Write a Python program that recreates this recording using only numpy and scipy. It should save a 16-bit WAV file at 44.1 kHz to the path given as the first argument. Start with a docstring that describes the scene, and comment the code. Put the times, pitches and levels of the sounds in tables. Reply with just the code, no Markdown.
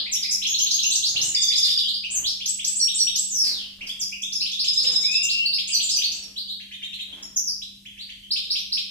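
"""In a small, bare room a goldfinch twitters in a wire cage over a faint mains hum.
Learnt syllables form trills, with single whistled glides between: near-sines with weak overtones.
The two sides of the syrinx often sing at once and modulate each other; sparse echoes smear the notes.
Now and then wings flutter and feet rattle the cage: enveloped, coloured noise.
Hum is two slowly wavering sines; room air is coloured noise, partly alike in both ears."""
import sys
import numpy as np
from scipy import signal
from scipy.fft import rfft, irfft
from scipy.io import wavfile

SR = 44100
rng = np.random.default_rng(int(sys.argv[2]) if len(sys.argv) > 2 else 0)


def put_to_file(sound):
    """Save the sound as 16-bit audio at rate SR, in the file named by the first command-line argument."""
    columns = np.atleast_2d(sound).T  # one column per channel
    safe = np.clip(columns, -1, 1)
    whole_steps = np.round(safe * 32767)
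    wavfile.write(sys.argv[1], SR, whole_steps.astype(np.int16))


N = 392490

# Sweep, climbs all the way: (start / middle pitch [ratio], end / middle pitch [ratio],
# swell from start to end [dB], octave overtone [dB])
SWEEP_SHAPE = (0.64, 1.31, -3.5, -25)


def from_db(db):
    """Decibels to gain."""
    return 10 ** (np.asarray(db) / 20)


def unit(x):
    """Scales to an rms of 1."""
    return x / np.sqrt(np.mean(x ** 2) + 1e-20)


def along(points, hz):
    """Reads (Hz, value) points on a log-frequency axis."""
    point_hz, value = np.transpose(points)
    return np.interp(np.log(hz + 1), np.log(point_hz + 1), value)


def add(mix, s, sound):
    """Lays a sound into the mix at s seconds."""
    part = mix[max(round(s * SR), 0):][:len(sound)]
    part += sound[:len(part)]


def noise(spectrum):
    """Noise of rms 1 with the given colour."""
    hz = np.fft.rfftfreq(N, 1 / SR)
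    colour = from_db(along(spectrum, hz))
    return unit(irfft(rfft(rng.standard_normal(N)) * colour, N))


def wander(rate_hz):
    """A smooth random curve of rms 1."""
    hz = np.fft.rfftfreq(N, 1 / SR)
    lowpass = np.exp(-(hz / rate_hz) ** 2)
    return unit(irfft(rfft(rng.standard_normal(N)) * lowpass, N))


def song(jitter=0.0064, jitter_hz=500, third_db=-32, rasp_db=-38, rasp_hz=1160, coupling_db=-16):
    """Each note is a near-pure gliding whistle, with weak overtones and a little rasp."""
    # Throat and beak response to overtones: (frequency [Hz], gain [dB])
    beak = [(4000, 10), (7800, 4.5), (9300, -1.5), (11500, 10), (14000, -4)]
    # Buzz of the long falling wheeze and soft chatter:
    # (time [s], extra rms pitch jitter [share of pitch])
    buzz = [(3.29, 0.00075), (3.36, 0.026), (3.6, 0.048), (3.9, 0.0017), (6.2, 0.0051), (6.36, 0.03),
            (7.02, 0.04), (7.15, 0.0073)]
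    out, solo_power = np.zeros(N), np.zeros(N)
    rasp = wander(rasp_hz)
    jitter_share = jitter + np.interp(np.arange(N) / SR, *np.transpose(buzz))
    tremble = jitter_share * wander(jitter_hz)
    for s, hz, loudness, overtone_db in notes():
        at = (round(s * SR) + np.arange(len(hz))) % N
        phase = 2 * np.pi * np.cumsum(hz * (1 + tremble[at])) / SR
        tone = np.sin(phase) * (1 + from_db(rasp_db) * rasp[at])
        for k, partial_db in enumerate([overtone_db, third_db], 2):
            gain = from_db(partial_db + along(beak, k * hz))
            tone += gain * np.sin(k * phase) * (k * hz < SR / 2)
        note = loudness * tone
        add(out, s, note)
        add(solo_power, s, note ** 2)
    # two voices sounding together modulate each other; the throat passes their sum tone best
    sum_tone_highpass = signal.butter(1, 6000, "high", fs=SR)
    crossed = signal.lfilter(*sum_tone_highpass, out ** 2 - solo_power)
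    return out + from_db(coupling_db) * crossed


def notes():
    """Every note of the song as (s, pitch curve, loudness curve, overtone dB)."""
    return drawn_out_notes() + syllables() + wide_glides() + small_notes() + tsips()


def drawn_out_notes():
    """A falling wheeze and a low whistle: two long notes on free pitch curves."""
    # Both: (time [s], pitch [Hz], level [dB])
    wheeze = [(3.271, 8900, -33), (3.295, 7370, -33.5), (3.33, 6183, -29), (3.41, 5300, -23.5),
              (3.47, 4600, -27.5), (3.53, 4093, -36), (3.6, 3184, -40), (3.66, 2935, -45)]
    whistle = [(5.02, 2120, -48), (5.065, 2442, -35), (5.12, 2584, -34), (5.21, 2742, -35),
               (5.28, 2750, -33), (5.39, 2747, -28), (5.46, 2752, -40)]
    return [drawn_out(wheeze, overtone_db=-27), drawn_out(whistle, overtone_db=-45)]


def syllables():
    """Learnt syllables, repeated as trills or sung alone with small changes of effort and pitch."""
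    # One row per note of the syllable: (delay [s], length [s], start pitch [Hz], middle pitch [Hz],
    # end pitch [Hz], relative level [dB], swell from start to end [dB], octave overtone [dB]);
    # pitches are before the pitch factor
    zip_tink = [(0, .018, 4475, 6170, 7910, -22.5, -8, -27.5),
                (.029, .019, 6810, 6477, 6650, -20, 1, -22.5)]
    tick_coo = [(0, 0.0089, 5940, 4780, 5100, -15.5, 1.9, -31.5),
                (.015, 0.0179, 3757, 3550, 3400, -22.5, 2.4, -30)]
    rising_tswee = [(0, .012, 3150, 6330, 6320, -20, -11, -21),
                    (.016, .032, 6370, 7706, 7710, -22.5, 20, -36)]
    see_tiu = [(0, .038, 6000, 8050, 7750, -22.5, -1, -32), (.035, .062, 6840, 5650, 5800, -22, 27, -34),
               (.041, .026, 5420, 4390, 4660, -25, 4, -18)]
    flick_tink = [(0, .011, 5420, 6670, 9000, -29, 1, -23),
                  (.028, 0.0247, 4256, 3647, 3420, -28.5, -4, -19),
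                  (.039, .019, 5460, 5055, 5110, -16.5, -2, -34.5)]
    whit_chew = [(0, .027, 3458, 5007, 5490, -21.5, -6.5, -26.5),
                 (.052, .027, 2108, 3790, 4520, -28, -11, -24.5)]
    # When each is sung: (time [s], added level [dB], pitch factor [ratio])
    zip_tinks = [(.463, -1.5, 1.01), (.582, 1.5, .995), (.704, 0, .997), (.826, 0, 1.002)]
    tick_coos = [(1.346, 1, 1.003), (1.416, -0.4, 1), (1.481, 1, .998), (1.555, -0.84, 1.01),
                 (1.628, 1, 1.003), (1.701, -1.2, 1.02), (1.773, -0.08, .99)]
    rising_tswees = [(2.456, -1.2, 1), (2.643, -0.75, 1), (3.154, 0.92, .988)]
    see_tius = [(2.75, 0, .998), (2.938, 0, 1.003)]
    flick_tinks = [(4.639, 0, 0.99), (4.731, 0, 1.002), (4.827, 0, 1), (4.915, 0, 1.01), (5.006, 0, .998),
                   (5.109, 0, 1.002)]
    whit_chews = [(4.402, -0.8, 1.005), (4.588, 0.5, .995), (4.79, -1.6, 0.98), (5.527, 0.87, 0.98),
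                  (8.305, 1, 1.005), (8.499, 0.6, 1), (8.718, 0.31, 1.012)]
    sung = []
    for syllable, repeats in [(zip_tink, zip_tinks), (tick_coo, tick_coos),
                              (rising_tswee, rising_tswees), (see_tiu, see_tius),
                              (flick_tink, flick_tinks), (whit_chew, whit_chews)]:
        for s, effort_db, pitch in repeats:
            for delay_s, length_s, start_hz, middle_hz, end_hz, db, swell_db, overtone_db in syllable:
                sung.append(glide(s + delay_s, length_s, pitch * start_hz, pitch * middle_hz,
                                  pitch * end_hz, db + effort_db, swell_db, overtone_db))
    return sung


def wide_glides():
    """Single improvised glides; a width exponent stretches the start ratio and end ratio."""
    # Shapes: (start / middle pitch [ratio], end / middle pitch [ratio],
    # swell from start to end [dB], octave overtone [dB])
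    chup = (0.59, 1.07, -2.5, -28)  # climbs quickly and levels off
    chirp = (0.75, 1.2434, -3, -24.5)  # climbs all the way, less widely than a sweep
    churr = (.5, 1.15, 6, -24)  # soft, low chatter that swells as it climbs
    # Notes: (time [s], length [s], middle pitch [Hz], width [share of its kind's], level [dB])
    chups = [(.148, .033, 3590, 1, -33), (.414, .031, 3840, 1.2, -27.5), (.444, .025, 3240, .8, -25),
             (.538, .02, 4060, .8, -21.5), (.66, .02, 4020, 1.1, -23), (.784, .025, 3920, .9, -22.5),
             (.952, .014, 6300, .9, -18), (1.157, .03, 3920, 1.25, -23.5), (1.515, .028, 3900, .8, -25.5),
             (1.781, .019, 3800, .8, -23.5), (2.098, .032, 8080, .75, -28), (2.25, .052, 5120, 1.05, -26.5),
             (2.403, .029, 3320, .9, -32), (2.589, .021, 3320, 1.05, -30), (2.873, .03, 3620, .9, -25.5),
             (3.068, .024, 3560, .9, -24), (5.281, .056, 4850, 1.3, -25), (5.882, .049, 4950, 1.2, -24),
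             (6.016, .015, 3540, 1.1, -22.5), (6.357, .05, 4250, .8, -29.5), (6.472, .065, 4100, .7, -33)]
    chirps = [(.232, .02, 4100, .9, -31), (.707, .018, 4560, 1.2, -20.5), (.904, .032, 4040, 1, -23),
              (1.203, .04, 6370, 1.2, -22.5), (1.238, .026, 8000, 1.2, -28),
              (1.342, .024, 2340, 1.05, -37.5), (1.5, .031, 2400, 1.1, -38), (1.637, .019, 4350, .9, -21),
              (1.678, .038, 3650, 1.2, -29), (1.872, .03, 3900, 1.1, -24), (2.034, .023, 2820, .8, -29),
              (3.807, .017, 2740, 1.1, -32.5), (4.119, .021, 2660, .7, -31.5), (4.413, .022, 2800, .7, -33),
              (5.689, .022, 2920, 1, -31), (5.974, .031, 2930, .8, -31), (6.129, .042, 7620, .5, -42)]
    sweeps = [(.058, .02, 2400, .6, -35), (.24, .017, 2370, .6, -35.5), (1.02, .06, 4550, 1, -22),
              (2.232, .066, 3950, .85, -27), (4.319, .021, 5750, 1, -27), (5.796, .02, 3400, .9, -25.5),
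              (6.113, .013, 6000, .95, -28)]
    churrs = [(6.597, .024, 2950, 1.05, -40), (6.708, 0.029, 2900, 1, -38), (6.817, 0.036, 3280, 1, -32.5),
              (6.921, .029, 3550, .85, -33.5), (6.985, .034, 3550, .9, -32.5), (7.615, .02, 3700, .75, -33),
              (7.85, .025, 3040, 1, -39), (7.965, .075, 3920, 1.35, -38), (8.089, 0.021, 3020, 1.15, -37.5)]
    sung = []
    for (start, end, swell_db, overtone_db), rows in [(chup, chups), (chirp, chirps),
                                                     (SWEEP_SHAPE, sweeps), (churr, churrs)]:
        for s, length_s, hz, width, db in rows:
            sung.append(glide(s, length_s, start ** width * hz, hz, end ** width * hz,
                              db, swell_db, overtone_db))
    return sung


def small_notes():
    """Single improvised notes that keep the shape of their kind."""
    # Shapes: (start / middle pitch [ratio], end / middle pitch [ratio],
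    # swell from start to end [dB], octave overtone [dB])
    flick = (.84, 1.42, -2, -25.5)  # a flash upwards in the treble
    pip = (0.88, 1.09, -3, -29)  # climbs a little
    tink = (1.11, 1.05, -2, -24)  # settles from just above
    slur = (1.17, 0.87, -3, -25.5)  # falls steadily
    # Notes: (time [s], length [s], middle pitch [Hz], level [dB])
    flicks = [(.899, .014, 6650, -22), (4.217, .009, 6200, -28.5), (4.512, 0.01, 6000, -32),
              (5.672, .013, 7320, -27.5), (5.888, 0.018, 6830, -24.5)]
    pips = [(.224, 0.017, 5040, -22.5), (0.597, 0.012, 3194, -24), (.838, .022, 2860, -25),
            (1.085, .018, 6600, -24), (1.158, .016, 2880, -23.5), (1.829, 0.047, 3156, -30),
            (1.933, 0.019, 4740, -24), (3.888, 0.0207, 3370, -29.5), (4.224, .026, 3520, -27),
            (4.524, .024, 3574, -27), (5.405, .03, 2960, -34.5), (5.453, .019, 4510, -18.5),
            (6.036, .021, 4490, -20), (6.732, .02, 3610, -37.5), (7.121, .021, 3350, -38),
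            (8.228, .029, 3140, -43.5), (8.43, .019, 3744, -34.5)]
    tinks = [(.291, .012, 5010, -21), (1.576, 0.015, 5270, -19.5), (4.348, .02, 5156, -24.5),
             (5.229, .022, 6060, -27), (5.732, .026, 5910, -22.5), (5.938, .023, 4760, -22),
             (5.955, .026, 5940, -23), (6.217, 0.0334, 5460, -39), (7.225, 0.0055, 6830, -36),
             (7.225, 0.012, 5460, -33.5), (8.584, .012, 5700, -32.5)]
    slurs = [(.923, 0.035, 7630, -26), (3.865, 0.016, 4980, -33.5), (5.695, 0.026, 7640, -30.5),
             (5.715, 0.062, 4520, -22), (5.921, .023, 7640, -35), (7.36, 0.019, 6070, -18),
             (7.465, 0.036, 5180, -24.5)]
    sung = []
    for (start, end, swell_db, overtone_db), rows in [(flick, flicks), (pip, pips),
                                                     (tink, tinks), (slur, slurs)]:
        for s, length_s, hz, db in rows:
            sung.append(glide(s, length_s, start * hz, hz, end * hz, db, swell_db, overtone_db))
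    return sung


def tsips(top_hz=8820, end_ratio=1.04, swell_db=-2.5, overtone_db=-22.5):
    """Notes that dive from the top of the voice, each to its own pitch."""
    # (time [s], length [s], landing pitch at the middle [Hz], level [dB])
    dives = [(0.113, 0.04, 5766, -22), (.303, .041, 5580, -22), (1.268, .044, 6790, -26.5),
             (1.405, .049, 6370, -24.5), (1.558, .04, 6410, -27), (2.126, 0.065, 6406, -24.5),
             (3.989, .059, 5230, -27), (5.225, 0.018, 7150, -24), (5.819, 0.035, 7200, -24.5)]
    return [glide(s, length_s, top_hz, hz, end_ratio * hz, db, swell_db, overtone_db)
            for s, length_s, hz, db in dives]


def glide(s, length_s, start_hz, middle_hz, end_hz, db, swell_db, overtone_db,
          voice_top_hz=8800, top_firmness=40):
    """A short note: the pitch bends through three points under one arch of breath."""
    # Throat response to the note itself: (pitch [Hz], gain [dB])
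    throat = [(1500, -1), (2300, -0.5), (3200, 0), (4500, 0), (6000, 0), (7500, 0), (9000, 0)]
    u = np.linspace(0, 1, max(round(length_s * SR), 64))
    bend = np.polyfit([0, .5, 1], [start_hz, middle_hz, end_hz], 2)
    hz = np.polyval(bend, u)
    # the voice cannot climb past its top; firmness sets how abruptly it is held back
    hz = hz / (1 + (hz / voice_top_hz) ** top_firmness) ** (1 / top_firmness)
    level_db = db + swell_db * (u - .5) + along(throat, hz)
    return s, hz, from_db(level_db) * np.sin(np.pi * u), overtone_db


def drawn_out(curve, overtone_db):
    """A long note that follows a curve of pitch and level."""
    s, hz, db = np.transpose(curve)
    t = np.arange(s[0], s[-1], 1 / SR)
    loudness = from_db(np.interp(t, s, db)) * signal.windows.tukey(len(t), .1)
    return s[0], np.interp(t, s, hz), loudness, overtone_db


def wings(beat_hz=22, depth=0.71, level_db=-6):
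    """Every wingbeat gives a soft swish of feathers and a low push of air."""
    # Wingbeat bursts: (time [s], length [s], relative swish level [dB], relative push level [dB])
    flutters = [(-.08, 0.11, -37.5, -72), (1.084, 0.22, -49.5, -49.5), (2.078, 0.2, -53, -52),
                (3.402, 0.21, -53.5, -67), (3.767, 0.12, -56.5, -55), (4.778, 0.22, -47.5, -78),
                (5.984, 0.37, -60, -69), (7.065, 0.21, -53.5, -78), (8.45, 0.09, -61, -78)]
    # Colours of feather swish and air push: (frequency [Hz], relative level [dB per Hz])
    swish_colour = [(40, -25), (130, -5.5), (300, 1), (600, -4.5), (1200, -9), (2500, -5), (6000, -14),
                    (14000, -28)]
    push_colour = [(20, -5), (80, -3.5), (150, -6), (400, -26), (2000, -76)]
    t, swish, push = np.arange(N) / SR, np.zeros(N), np.zeros(N)
    for s, length_s, swish_db, push_db in flutters:
        arch = np.sin(np.pi * np.clip((t - s) / length_s, 0, 1))
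        beats = arch * (1 - depth * np.cos(2 * np.pi * beat_hz * (t - s)))
        swish += from_db(swish_db) * beats
        push += from_db(push_db) * beats
    return from_db(level_db) * (swish * noise(swish_colour) + push * noise(push_colour))


def scuffs(grain_db=4, grain_hz=490, level_db=-5):
    """Feet and feathers brush the wires: grainy noise with sudden onsets and exponential decays."""
    # Brushes: (time [s], relative level [dB], decay [s])
    brushes = [(1.643, -33, 0.06), (2.697, -30.5, 0.0037), (3.443, -36, 0.016), (3.465, -26.5, 0.0091),
               (3.872, -37.5, 0.014)]
    # Colour of the wires: (frequency [Hz], relative level [dB per Hz])
    wires = [(400, -32), (1500, -9), (3000, 5.5), (4500, 4), (8000, 5), (10000, -1), (13000, -1),
             (15000, -22)]
    t, level = np.arange(N) / SR, np.zeros(N)
    for s, db, decay_s in brushes:
        level += from_db(db) * (t >= s) * np.exp(-abs(t - s) / decay_s)
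    grain = unit(from_db(grain_db * wander(grain_hz)))
    return from_db(level_db) * level * grain * noise(wires)


def room(x, direct_db=0.0, wet_db=8.0, beam_hz=8000, turn_s=1.692, count=3):
    """The bird is across the cage, so echoes outweigh the direct sound; they shift as it turns."""
    t = np.arange(N) / SR
    wet = 0
    for k in range(count):
        facing = np.sqrt(2 / count) * np.cos(np.pi * (t / turn_s + k / count))
        wet = wet + signal.fftconvolve((facing * x)[None], echoes(), axes=1)[:, :N]
    # the beak beams the overtones past the microphone
    near = signal.lfilter(*signal.butter(3, beam_hz, fs=SR), x)
    # direct sound reaches the right 4 samples late
    direct = np.array([near, np.r_[np.zeros(4), near[:-4]]])
    return from_db(direct_db) * direct + from_db(wet_db) * wet


def echoes(first_s=.002, early_db=4, early_s=.045, dense_s=0.14, shared_hz=350, size=32768):
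    """One room response per ear: sparse strong reflections from near walls thicken into a tail."""
    # Reverberation time: (frequency [Hz], t60 [s])
    t60 = [(200, 0.58), (1500, 0.98), (4000, 0.6), (7000, 0.49), (12000, 0.52)]
    t = np.arange(size) / SR
    density = np.clip(.02 + (t / dense_s) ** 2, 0, 1)
    signs = rng.choice([-1, 1], (2, size))
    present = rng.random((2, size)) < density
    taps = signs * present / np.sqrt(density)
    taps = taps * (t > first_s) * from_db(early_db * np.exp(-t / early_s))
    hz, frame_s, z = signal.stft(taps, SR, nperseg=256)
    same = np.exp(-(hz / shared_hz) ** 2 / 2)[:, None]  # long waves reach both ears alike
    z[1] = same * z[0] + np.sqrt(1 - same ** 2) * z[1]
    decay = from_db(-60 * frame_s / along(t60, hz)[:, None])
    tail = signal.istft(z * decay, SR, nperseg=256)[1]
    return tail / np.linalg.norm(tail, axis=1, keepdims=True)


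def lingering():
    """The room still rings at the opening with a sweep sung just before it."""
    # (time [s], length [s], middle pitch [Hz], level before the echo [dB])
    s, length_s, hz, db = (-.05, .035, 4050, -13)
    start, end, swell_db, overtone_db = SWEEP_SHAPE
    _, pitch_hz, loudness, _ = glide(s, length_s, start * hz, hz, end * hz, db, swell_db, overtone_db)
    note = loudness * np.sin(2 * np.pi * np.cumsum(pitch_hz) / SR)
    tail = signal.fftconvolve(note[None], echoes(), axes=1)[:, round(abs(s) * SR):]
    return np.pad(tail, ((0, 0), (0, N - tail.shape[1])))


def background(air_db=-57, waver_db=1.05, waver_hz=0.93):
    """Slowly wavering hum, a little louder on the left, and room air most alike in the deep bass."""
    # Mains hum: (frequency [Hz], level before waver and balance [dB rms])
    hum_tones = [(100, -73), (199.6, -58.5)]
    # Colour of room air: (frequency [Hz], relative level [dB per Hz])
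    air_colour = [(20, -15), (45, 2.5), (90, -8.5), (160, -5), (280, -9.5), (500, -30), (1200, -37),
                  (4000, -18), (9000, -21), (15000, -26)]
    # Left-right likeness of air: (frequency [Hz], likeness [0-1])
    likeness = [(30, 0.98), (150, 0.59), (300, 0.34), (700, 0.75), (8000, 0.25)]
    t, hz, hum = np.arange(N) / SR, np.fft.rfftfreq(N, 1 / SR), np.zeros(N)
    for tone_hz, db in hum_tones:
        hum += np.sqrt(2) * from_db(db) * np.sin(2 * np.pi * (tone_hz * t + rng.random()))
    balance_db = [[1.0], [-1.0]]  # left, right
    hum = hum * from_db(waver_db * wander(waver_hz)) * from_db(balance_db)
    left = noise(air_colour)
    same = np.clip(along(likeness, hz), 0, 1)
    right = irfft(same * rfft(left) + np.sqrt(1 - same ** 2) * rfft(noise(air_colour)), N)
    return hum + from_db(air_db) * np.array([left, right])


def scene():
    """The bird's sounds in the room, over the background."""
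    return room(song() + wings() + scuffs()) + background() + lingering()


def record(dry, edge_hz=14950):
    """The recorder's steep band limit."""
    lowpass = signal.firwin(511, edge_hz, window=("kaiser", 9), fs=SR)
    return signal.oaconvolve(dry, lowpass[None], "same")


dry = scene()
out = record(dry)
put_to_file(out)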